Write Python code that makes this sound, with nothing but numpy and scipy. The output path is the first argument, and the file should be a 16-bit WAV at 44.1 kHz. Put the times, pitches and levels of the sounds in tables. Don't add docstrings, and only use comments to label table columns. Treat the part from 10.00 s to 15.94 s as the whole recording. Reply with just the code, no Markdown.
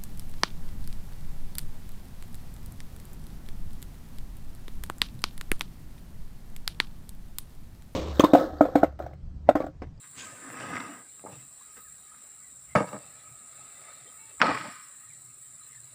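import sys
import numpy as np
from scipy import signal
from scipy.fft import rfft, irfft, next_fast_len
from scipy.io import wavfile
from scipy.ndimage import uniform_filter1d, minimum_filter1d, map_coordinates

SR = 44100
rng = np.random.default_rng(int(sys.argv[2]) if len(sys.argv) > 2 else 0)


def boost(x):
    u = np.asarray(x, float) / 20
    return 10 ** u


def put_to_file(sound):
    columns = np.atleast_2d(sound).T
    safe = np.clip(columns, -1, 1)
    whole_steps = np.round(safe * 32767)
    wavfile.write(sys.argv[1], SR, whole_steps.astype(np.int16))


N = 261954

BLOW_RISE = 0.043


def unit(x):
    return x / np.sqrt(np.mean(x ** 2) + 1e-20)


def along(points, hz):
    f, v = np.transpose(points)
    return np.interp(np.log(hz + 1), np.log(f + 1), v)


def curves(rows, outside=None):
    s, *cols = np.transpose(rows)
    return np.array([np.interp(np.arange(N) / SR, s, c, outside, outside) for c in cols])


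def wobble(rate_hz):
    knots = rng.standard_normal(int(N * rate_hz / SR) + 4)
    return map_coordinates(knots, [np.arange(N) * rate_hz / SR])


def swells(rows, rise_share):
    out = np.zeros((len(rows[0]) - 2, N))
    for peak_s, db, fade_s, *above_db in rows:
        fade_s = max(fade_s, 0.01)
        first = max(0, round((peak_s - 3 * rise_share * fade_s) * SR))
        last = min(N, round((peak_s + 3 * fade_s) * SR))
        t = np.arange(first, last) / SR - peak_s
        drop_db = 20 * np.maximum(-t / rise_share, t) / fade_s
        out[:, first:first + len(t)] += boost(db - drop_db + np.c_[[0, *above_db]])
    return out


def filtered(x, response):
    m = next_fast_len(N + SR // 2)
    return irfft(rfft(x, m) * response(np.fft.rfftfreq(m, 1 / SR)), m)[..., :N]


def ringing(modes):
    def mode(k, f, c, w, db):
        return (-1) ** k * boost(db) * 1j * f * w / (c * c - f * f + 1j * f * w)
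    return lambda f: sum(mode(k, f, *row) for k, row in enumerate(modes))


def narrow_noise(hz, width_hz):
    return unit(filtered(rng.standard_normal(N), lambda f: ringing([(hz, width_hz, 0)])(f) ** 2))


def hiss(spectrum, patchy_db, bins):
    z = signal.stft(rng.standard_normal(N), nperseg=1024)[2]
    field = uniform_filter1d(rng.standard_normal(z.shape), size=bins, axis=0)
    field = uniform_filter1d(field, size=5, axis=1)
    patchy = signal.istft(z * boost(patchy_db * unit(field)), nperseg=1024)[1][:N]
    return unit(filtered(patchy, lambda hz: boost(along(spectrum, hz))))


def surroundings():
    # hz, level_db_per_hz
    air_spectrum = [(15, -76), (25, -22), (123, -5), (206, -8.5), (261, -9), (427, -15.5), (786, -16),
                    (863, -20.5), (1260, -22.5), (1480, -20), (1920, -13), (2990, -17), (3870, -18.5),
                    (6340, -23.5), (6800, -36), (8840, -60), (15000, -120)]
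    # hz, width_hz, level_db
    air_modes = [(1263, 85, 17), (1820, 40, -21.5), (3900, 200, 7.5), (5580, 380, 1.5)]
    # peak_s, level_db, fade_20db_s
    low_swells = [(.14, -55, 0.16), (.63, -50, 0.22), (1.37, -52, 0.13), (2.86, -49, 0.23), (3.32, -54.5, 0.075),
                  (3.6, -65, 0.1), (4.025, -60, 0.051), (4.275, -59.5, 0.063), (4.57, -45.5, 0.16),
                  (5.1, -61, 0.087), (5.28, -62.5, 0.33), (5.86, -56, 0.26)]
    # peak_s, level_db, fade_20db_s
    wind_puffs = [
        (.2, -60, .08),
        (.75, -71, 0.54),
        (1.35, -72, 0.37),
        (1.88, -65, 0.32),
        (2.68, -64.5, 0.47),
        (2.76, -58, 0.19),
        (3.36, -68.5, .5),
        (4.38, -62.5, .3),
        (4.52, -49, 0.049),
        (5.8, -75, 1.1),
    ]
    air = hiss(air_spectrum, patchy_db=3.5, bins=3)
    gusts = boost(0.8 * wobble(5))
    air = air + filtered(air, lambda f: np.abs(ringing(air_modes)(f)))
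    low_hum = (boost(-77.5) + swells(low_swells, 0.83)[0]) * narrow_noise(128, 30)
    wind = swells(wind_puffs, 0.94)[0] * narrow_noise(72, 50)
    return boost(-64.0) * gusts * unit(air) + boost(-2.5) * (low_hum + wind)


def cicadas():
    # start_s, level_db, throb_depth_db
    chorus = [
        (0.0, -49.5, 1),
        (1.75, -50.5, 0),
        (3.44, -50.5, -1.5),
        (3.94, -50, -1),
        (4.28, -49.5, 1.5),
        (5.94, -50, 1.5),
    ]
    # hz, level_db_per_hz
    song_spectrum = [(3650, -66), (6200, -39), (6610, -30), (7000, -10.5), (7220, 1), (7670, 3.5),
                     (8310, -3), (9030, -4), (9540, -19), (10400, -11.5), (11000, -27), (11200, -29),
                     (12000, -35.5), (15600, -72), (22000, -120)]
    chorus_db, depth_db = curves(chorus)
    throb = 2 * np.pi * (23.9 * np.arange(N) / SR + 0.27)
    strokes_db = depth_db * np.cos(throb) + 0.87 * np.cos(3 * throb) + 0.77 * np.cos(4 * throb)
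    strokes_db = strokes_db + 0.44 * wobble(5.1) + 0.41 * wobble(250)
    return boost(chorus_db) * unit(boost(strokes_db) * hiss(song_spectrum, patchy_db=2.0, bins=3))


def katydid():
    # hz, level_db_per_hz
    wing_spectrum = [(11000, -50), (12500, -26), (13700, -22), (14150, -10), (14500, -3), (15200, 0),
                     (15600, 0), (16200, -60)]
    # peak_s, level_db, fade_20db_s (10 ms at least)
    chirps = [
        (.53, -64, 0),
        (.83, -65, -1.7),
        (1.32, -65, -1.5),
        (1.4, -71, .07),
        (1.83, -57, 0.1),
        (4.82, -68, -1.5),
        (5.25, -73.5, 0),
        (5.68, -66.5, -0.1),
    ]
    beat_hz, beat_peak_s, beat_depth_db = 4.69, 1.822, 1.5
    beat_db = beat_depth_db * np.cos(2 * np.pi * beat_hz * (np.arange(N) / SR - beat_peak_s))
    gain = boost(-66.5 + beat_db) + swells(chirps, 1.3)[0]
    flicker = boost(1.0 * wobble(25) + 1.3 * wobble(300))
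    return boost(0.5) * gain * unit(flicker * hiss(wing_spectrum, patchy_db=0.0, bins=4))


def birds():
    # start_s, length_s, first_hz, last_hz, level_db
    bird_notes = [(1.384, 0.038, 2034, 2030, -59.5), (1.596, 0.042, 1116, 1095, -59.5),
                  (1.844, 0.051, 1760, 1690, -59), (2.093, 0.074, 1417, 1282, -61),
                  (2.201, 0.077, 520, 520, -68), (2.4, 0.12, 2060, 1900, -65.5),
                  (2.683, 0.069, 2120, 2070, -57.5), (3.88, 0.054, 644, 610, -58.5),
                  (4.048, 0.067, 464, 450, -62), (4.06, .06, 3150, 3100, -62),
                  (4.065, .04, 3560, 3540, -63), (4.188, 0.046, 4020, 4000, -65),
                  (4.283, 0.1, 480, 423, -65), (4.69, .08, 5340, 5440, -62), (4.782, .1, 5440, 5380, -65),
                  (4.85, 0.38, 1844, 1825, -65.5), (5.091, 0.056, 2480, 1887, -57.5),
                  (5.115, 0.11, 1915, 1900, -65.5), (5.167, 0.089, 4100, 3900, -66),
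                  (5.594, 0.092, 4050, 4100, -66), (5.699, 0.081, 2060, 2040, -58.5),
                  (5.718, 0.083, 1820, 1777, -59.5)]
    out = np.zeros(N)
    flutter = boost(3.5 * wobble(140))
    waver = 1 + 0.05 * wobble(200)
    for s, length_s, first_hz, last_hz, db in bird_notes:
        u = np.linspace(0, 1, round(length_s * SR))
        start = round(s * SR)
        pitch_hz = first_hz + (last_hz - first_hz) * u
        pitch_hz = pitch_hz * waver[start:][:len(u)] ** (1500 / first_hz)
        tone = np.sin(2 * np.pi * np.cumsum(pitch_hz) / SR)
        out[start:][:len(u)] += boost(db) * np.sin(np.pi * u) * tone
    return out * flutter


def hill(x):
    # hz, t60_s
    hill_decay = [(200, 0.072), (1200, 0.31), (4000, 0.96), (8000, 0.94)]
    hz, t, z = signal.stft(rng.standard_normal(SR), SR, nperseg=256)
    tail = signal.istft(z * boost(-60 * t / along(hill_decay, hz)[:, None]), SR, nperseg=256)[1]
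    delayed = np.pad(x, (900, 0))
    return signal.fftconvolve(delayed, tail / np.linalg.norm(tail))[:N]


def ducking(x, top_db, ratio):
    gain = np.minimum(1, boost(top_db) / (np.abs(x) + 1e-9)) ** ratio
    held = minimum_filter1d(gain, size=1100, origin=30)
    attack = uniform_filter1d(1 - held, size=80)
    release = signal.lfilter([0.0015], [1, -0.9985], 1 - held)
    return 1 - np.maximum(attack, release)


def narrow_note():
    # peak_s, level_db, fade_20db_s
    note_swells = [(1.208, -56, .06), (5.618, -60, 0.041), (1.79, -52, 0.17), (2.12, -58, 0.11), (2.29, -72, .05),
                   (2.725, -62, .02), (3.05, -56, 0.062), (3.3, -53.5, 0.07), (3.6, -55.5, 1), (3.894, -52, 0.11),
                   (4.3, -74, 0.16), (4.385, -49.5, 0.0098), (4.8, -50.5, 0.049), (5.05, -55.5, 0.08),
                   (5.332, -61.5, 0.074), (5.662, -61.5, 0.22)]
    return boost(-5.5) * swells(note_swells, 1)[0] * narrow_noise(1262, 80)


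def sawdust():
    # peak_s, level_db, fade_20db_s
    pours = [
        (.152, -59, .15),
        (.163, -62, .1),
        (.177, -50, .12),
        (.19, -54, .15),
        (.206, -56, .05),
        (.244, -54, .02),
        (.25, -57, .5),
        (.6, -60, .15),
    ]
    # hz, level_db_per_hz
    chip_spectrum = [(600, -49), (1700, 3), (2400, 7.5), (3500, 2.5), (4900, -0.5), (5800, -4), (6900, 5),
                     (8000, 4), (10500, -19.5)]
    grains = boost(1.2 * wobble(400)) * hiss(chip_spectrum, patchy_db=3, bins=12)
    return swells(pours, BLOW_RISE)[0] * unit(grains)


def squeak():
    centre_s, hold_s, edge_s, squeak_db = 4.248, 0.11, 0.025, -64.5
    t = np.arange(N) / SR
    phase = 2 * np.pi * np.cumsum(446 + 5 * wobble(45)) / SR
    fade_db = 3 - 450 * np.clip(t - 4.24, 0, 1)
    overtones = boost(1.5) * np.sin(5 * phase) + boost(-1.5) * np.sin(6 * phase)
    tone = np.sin(2 * phase) + boost(fade_db) * overtones
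    outside_s = np.clip(np.abs(t - centre_s) - hold_s / 2, 0, 1)
    return boost(squeak_db - 20 * outside_s / edge_s + 0.89 * wobble(120)) * tone


def registers(modes):
    tap = np.eye(1, N)[0]
    rings = []
    for low_hz, high_hz in [(900, 2600), (0, 900), (2600, SR)]:
        chosen = [m for m in modes if low_hz <= m[0] < high_hz]
        rings.append(filtered(tap, ringing(chosen))[:SR // 8])
    rings = np.array(rings)
    rings[2] = np.convolve(rings[2], [1, -2, 1])[:SR // 8]
    for row, hz in enumerate((3000, 1100, 7200)):
        rings[row] = signal.sosfilt(signal.butter(4, hz, fs=SR, output="sos"), rings[row])
    return rings / np.linalg.norm(rings, axis=1, keepdims=True)


def stroke(rows, boom_db, rasp_db):
    return boost(curves(rows, outside=-200) + np.c_[[0, boom_db, rasp_db]])


def contact(force, modes, per_s, spread_db, smooth, patchy_db):
    caught = rng.random(N) < per_s / SR
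    catches = caught * boost(spread_db * rng.exponential(size=N)) * rng.standard_normal(N)
    rub = hiss([(20, 0), (SR, 0)], patchy_db, bins=3)
    rough = unit(unit(catches) + smooth * rub)
    return signal.fftconvolve(rough * force, registers(modes), axes=1)[:, :N].sum(0)


def blows(events, modes):
    force, t = np.zeros((3, N)), np.arange(SR // 50) / SR
    for s, db, boom_db, rasp_db in events:
        click = np.c_[[9, 20, 3]] * (t == 0)
        burst = boost(-60 * t / 0.0083) * (rng.standard_normal(len(t)) + click)
        burst = burst / np.linalg.norm(burst, axis=1, keepdims=True)
        gain = boost(db + 13.0 + np.array([[0], [boom_db + 7.0], [rasp_db + 9.5]]))
        force[:, round(s * SR):][:, :len(t)] += gain * burst
    return signal.fftconvolve(force, registers(modes), axes=1)[:, :N].sum(0)


def drag():
    # hz, width_hz, level_db
    plank_modes = [(115, 71, -8), (179.9, 29, -1), (273, 68, -2), (480, 23, -2.5), (662, 480, -4.5),
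                   (805, 330, -5.5), (1072, 210, -1), (1254, 42, 8), (1576, 170, 2.5), (2060, 200, -0.5),
                   (2360, 390, -10), (2660, 210, -3), (3740, 310, -13.5), (4480, 690, -22),
                   (5940, 550, -28.5)]
    # time_s, pressure_db
    pull = [
        (.11, -74),
        (.18, -52),
        (.41, -54),
        (.46, -47.5),
        (.575, -44),
        (.62, -42),
        (.81, -45),
        (.95, -51),
        (1.07, -69.5),
    ]
    # peak_s, knock_db, fade_20db_s, boom_above_knock_db, rasp_above_knock_db
    short_rubs = [
        (.04, -53, .07, -14, -11),
                  (.625, -56, 0.29, 8.5, -2.5), (.745, -48.5, 0.2049, -7, -11), (.845, -76, -1, -18, -12),
              (1.21, -68.5, 0.32, 3.5, -17), (1.33, -58.5, 0.14, 1, -1), (1.4, -70, 0.12, -15, -2),
              (1.615, -64.5, 0.12, -23, -10.5), (1.771, -52.5, 0.05, -3.5, -8.5),
              (2.146, -64.5, 0.22, -8, -15), (2.6, -74.5, 3, -1.5, -10), (4.95, -67, 0.45, -8, -17),
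              (5.66, -68.5, 0.5, -15.5, -4)]
    # start_s, peak_db, boom_above_peak_db, rasp_above_peak_db
    ticks = [(0.2436, -44, -10, -8), (.601, -35, -18, -13), (0.6075, -32, -9, -16), (.622, -37, -16, -24),
             (0.7318, -32, -33, -35), (.7665, -33, -25, -12), (.7755, -27, -30, -22),
             (.8012, -31, -28, -25), (.8032, -29, -25, -23), (.8055, -29, -25, -19),
             (1.1938, -45.5, -10, -17), (3.2914, -53.5, -4.5, -10), (5.649, -56, -20, -15)]
    force = stroke(pull, boom_db=-2.5, rasp_db=-16) + swells(short_rubs, 0.33)
    scrape = contact(force, plank_modes, per_s=1500, spread_db=2.3, smooth=1.9, patchy_db=3.5)
    return scrape + blows(ticks, plank_modes)


def bump():
    # hz, width_hz, level_db
    landing_modes = [(119, 30, -8.5), (193, 28, -2.5), (300.5, 34, -5.5), (480, 55, -3.5), (610, 53, -3),
                     (712, 40, -12), (871, 160, -7.5), (950, 25, -1), (1158, 120, -4.5), (1256, 77, 0.5),
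                     (1640, 255, -11.5), (1900, 110, -13.5), (2210, 150, -14.5), (2695, 79, -9),
                     (3660, 300, -25.5), (4550, 390, -28), (5800, 210, -39.5), (6700, 120, -38.5),
                     (9900, 1800, -34)]
    # start_s, peak_db, boom_above_peak_db, rasp_above_peak_db
    knocks = [(1.2674, -52, -6, -22), (1.3214, -54, -14, -9), (2.7524, -15, -1, -26),
              (2.757, -6.5, -10, -35), (2.7625, -13, -4.5, -31), (2.7705, -21.5, 4, -25),
              (2.7765, -20, -5, -29), (2.781, -24.5, 0.5, -29), (2.7855, -25, 6.5, -22),
              (2.8005, -31, 3, -29), (2.8045, -25, 6, -27), (2.811, -32, 1, -29), (2.8195, -26.5, 3.5, -28),
              (2.829, -29, -2, -23), (2.8415, -35.5, 8.5, -25), (2.888, -40, -17, -13),
              (2.918, -51.5, 13.5, -18), (2.9295, -31, 1, -26), (2.9345, -39, -6, -19),
              (2.943, -38, 4, -31), (2.9525, -45, 11, -32), (2.9635, -37.5, 1, -29), (2.9765, -46, 3, -27)]
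    # peak_s, knock_db, fade_20db_s, boom_above_knock_db, rasp_above_knock_db
    chatter_rows = [
        (1.262, -47, 0.074, 11, -18),
        (1.315, -59, 0.07, 8, -14),
        (2.753, -20.5, 0.079, -2.5, -18),
        (2.762, -46.5, 0.042, 1.5, -0.5),
        (2.78, -54, 0.032, 2, 3),
        (2.797, -39.5, 0.032, 12.5, -12.5),
        (2.872, -45.5, 0.13, 3, -8),
        (2.932, -43, 0.066, 5, -25),
    ]
    chatter = contact(swells(chatter_rows, BLOW_RISE), landing_modes,
                      per_s=1400, spread_db=5.5, smooth=1.95, patchy_db=1.5)
    return blows(knocks, landing_modes) + boost(-3.5) * chatter


def nudge():
    # hz, width_hz, level_db
    resting_modes = [(120, 170, -10.5), (298, 290, -11), (620, 140, -5), (820, 150, -8.5), (1225, 110, -2),
                     (1810, 190, -4.5), (1980, 130, -4.5), (2340, 200, -5), (2623, 67, -1),
                     (3610, 140, -12.5), (4100, 300, -18), (5130, 500, -31.5)]
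    # peak_s, knock_db, fade_20db_s, boom_above_knock_db, rasp_above_knock_db
    nudges = [
        (3.056, -64.5, 0.21, 1.5, -1.5),
        (3.21, -68, 0.18, -5, -18),
        (3.55, -68.5, 1, 1, -1),
        (3.884, -57.5, 0.45, -5.5, -4.5),
        (4.24, -103, 0.05, -5, -13),
        (4.306, -62.5, 0.059, -18, 0),
    ]
    return contact(swells(nudges, 0.93), resting_modes,
                   per_s=1200, spread_db=2.3, smooth=1.7, patchy_db=5)


def pitched_bursts():
    # start_s, peak_db, pitch_hz, length_ms
    short_bursts = [(.7677, -23.5, 2050, 4.3), (.7788, -30, 1340, 3.6), (1.2503, -30, 450, 3.4),
                    (1.24, -33, 520, 2.6), (1.2608, -32, 710, 3), (.8015, -40, 3800, 5.5),
                    (0.63, -41, 3000, 4.4), (0.27, -40, 7500, 4), (0.22, -37, 7000, 7.3),
                    (1.26, -42.5, 1230, 18), (1.323, -42, 140, 21), (2.752, -10.5, 680, 4.3),
                    (2.7535, -41, 6900, 5), (2.752, -20, 126, 23), (4.4032, -28, 1900, 2.9),
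                    (4.408, -28.5, 203, 25), (4.4172, -14.5, 1380, 7), (4.439, -34.5, 4300, 14),
                    (4.446, -22.5, 1300, 28), (4.477, -25, 1265, 19), (4.508, -24, 1185, 16),
                    (4.54, -29.5, 1100, 32), (4.571, -32.5, 1250, 9.8), (4.525, -43, 430, 65),
                    (4.595, -47, 300, 43), (4.6, -47, 164, 41), (4.628, -44, 297, 28), (4.637, -47, 813, 26),
                    (4.642, -46, 575, 42), (4.655, -44, 247, 21), (4.668, -46, 613, 29), (4.678, -39, 220, 20),
                    (4.69, -52, 710, 41), (4.705, -51, 270, 27), (0.71, -61, 2780, 3)]
    # start_s, peak_db, pitch_hz, length_ms
    slam_crack = [
        (4.4161, -1.5, 1500, 1.9),
        (4.4163, -9, 2700, 1.3),
        (4.4162, -18, 5200, 1.7),
        (4.4163, -36, 7200, 2),
        (4.416, -41, 9700, 1.5),
    ]
    out = np.zeros(N)
    for s, db, hz, ms in short_bursts + slam_crack:
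        u = np.arange(round(ms * SR / 1000)) / (ms * SR / 1000)
        swell = np.sin(np.pi * u ** 0.7) ** 2
        out[round(s * SR):][:len(u)] -= boost(db) * swell * np.sin(2 * np.pi * hz * ms * u / 1000)
    return out


def slam():
    # hz, width_hz, level_db
    stack_modes = [(120, 49, -13.5), (195.7, 62, -10), (288, 51, -5), (520, 81, -6.5), (638, 160, -7),
                   (881, 60, -3), (1063, 130, -7.5), (1264, 54, 2.5), (1522, 69, -5), (1690, 90, -6.5),
                   (1900, 160, -6.5), (2440, 270, -10), (2750, 190, -7.5), (3320, 750, -16.5),
                   (4330, 860, -19), (5470, 980, -29.5), (6260, 500, -43.5)]
    # start_s, peak_db, boom_above_peak_db, rasp_above_peak_db
    slaps = [(4.4215, -14.5, -14, -33.5), (4.4258, -19.5, -11.5, -34.5), (4.4305, -24, -4, -19.5),
             (4.4365, -32, -5.5, -14), (4.4424, -31.5, -8, -12), (4.4555, -18, -3, -26),
             (4.4605, -18, -17, -26), (4.4675, -17, -20, -20.5), (4.481, -22, -5.5, -25),
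             (4.4905, -24, -3, -16), (4.4975, -23, -4.5, -25), (4.5027, -25.5, -0.5, -30),
             (4.509, -22.5, -1.5, -30), (4.5145, -24.5, -0.5, -32), (4.547, -22, -19, -28),
             (4.552, -22, -23, -28), (4.574, -22.5, -18.5, -31), (4.585, -35, -26, -10),
             (4.611, -30, -25, -16), (4.6494, -42, 4.5, -13.5), (4.689, -38, -10, -19.5)]
    # time_s, pressure_db
    fall = [
        (4.395, -42),
        (4.403, -38.5),
        (4.4145, -30.5),
        (4.419, -13),
        (4.435, -29),
        (4.509, -30.5),
        (4.545, -32.5),
        (4.78, -47),
        (4.95, -63.5),
    ]
    # peak_s, knock_db, fade_20db_s, boom_above_knock_db, rasp_above_knock_db
    settling = [
        (4.402, -38.5, 0.11, 7.7, -29.5),
        (4.43, -41.5, 0.13, 17.7, -16),
        (4.485, -39.5, 0.038, 12.4, -24),
        (4.64, -58.5, 0.064, 16.4, -6),
        (4.69, -67, 0.035, 10, -8),
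    ]
    force = stroke(fall, boom_db=-26, rasp_db=-11) + swells(settling, BLOW_RISE)
    grind = contact(force, stack_modes, per_s=1400, spread_db=4.5, smooth=5.9, patchy_db=0.5)
    return blows(slaps, stack_modes) + boost(-3.5) * grind


def scene():
    hits = bump() + slam() + pitched_bursts()
    slide = drag() + sawdust() + nudge()
    wood = signal.sosfilt(signal.butter(3, 80, "high", fs=SR, output="sos"), slide + hits)
    far = boost(-21.5) * hill(hits) + cicadas() + katydid() + birds() + surroundings()
    return (wood + squeak() + narrow_note() + far * ducking(wood, top_db=-15, ratio=0.8))[None]


def low_pass(x):
    return signal.sosfilt(signal.butter(12, 16750, fs=SR, output="sos"), x)


def record(dry):
    mix = filtered(dry, lambda hz: hz < 15490)
    return low_pass(mix)


dry = scene()
out = record(dry)
put_to_file(out)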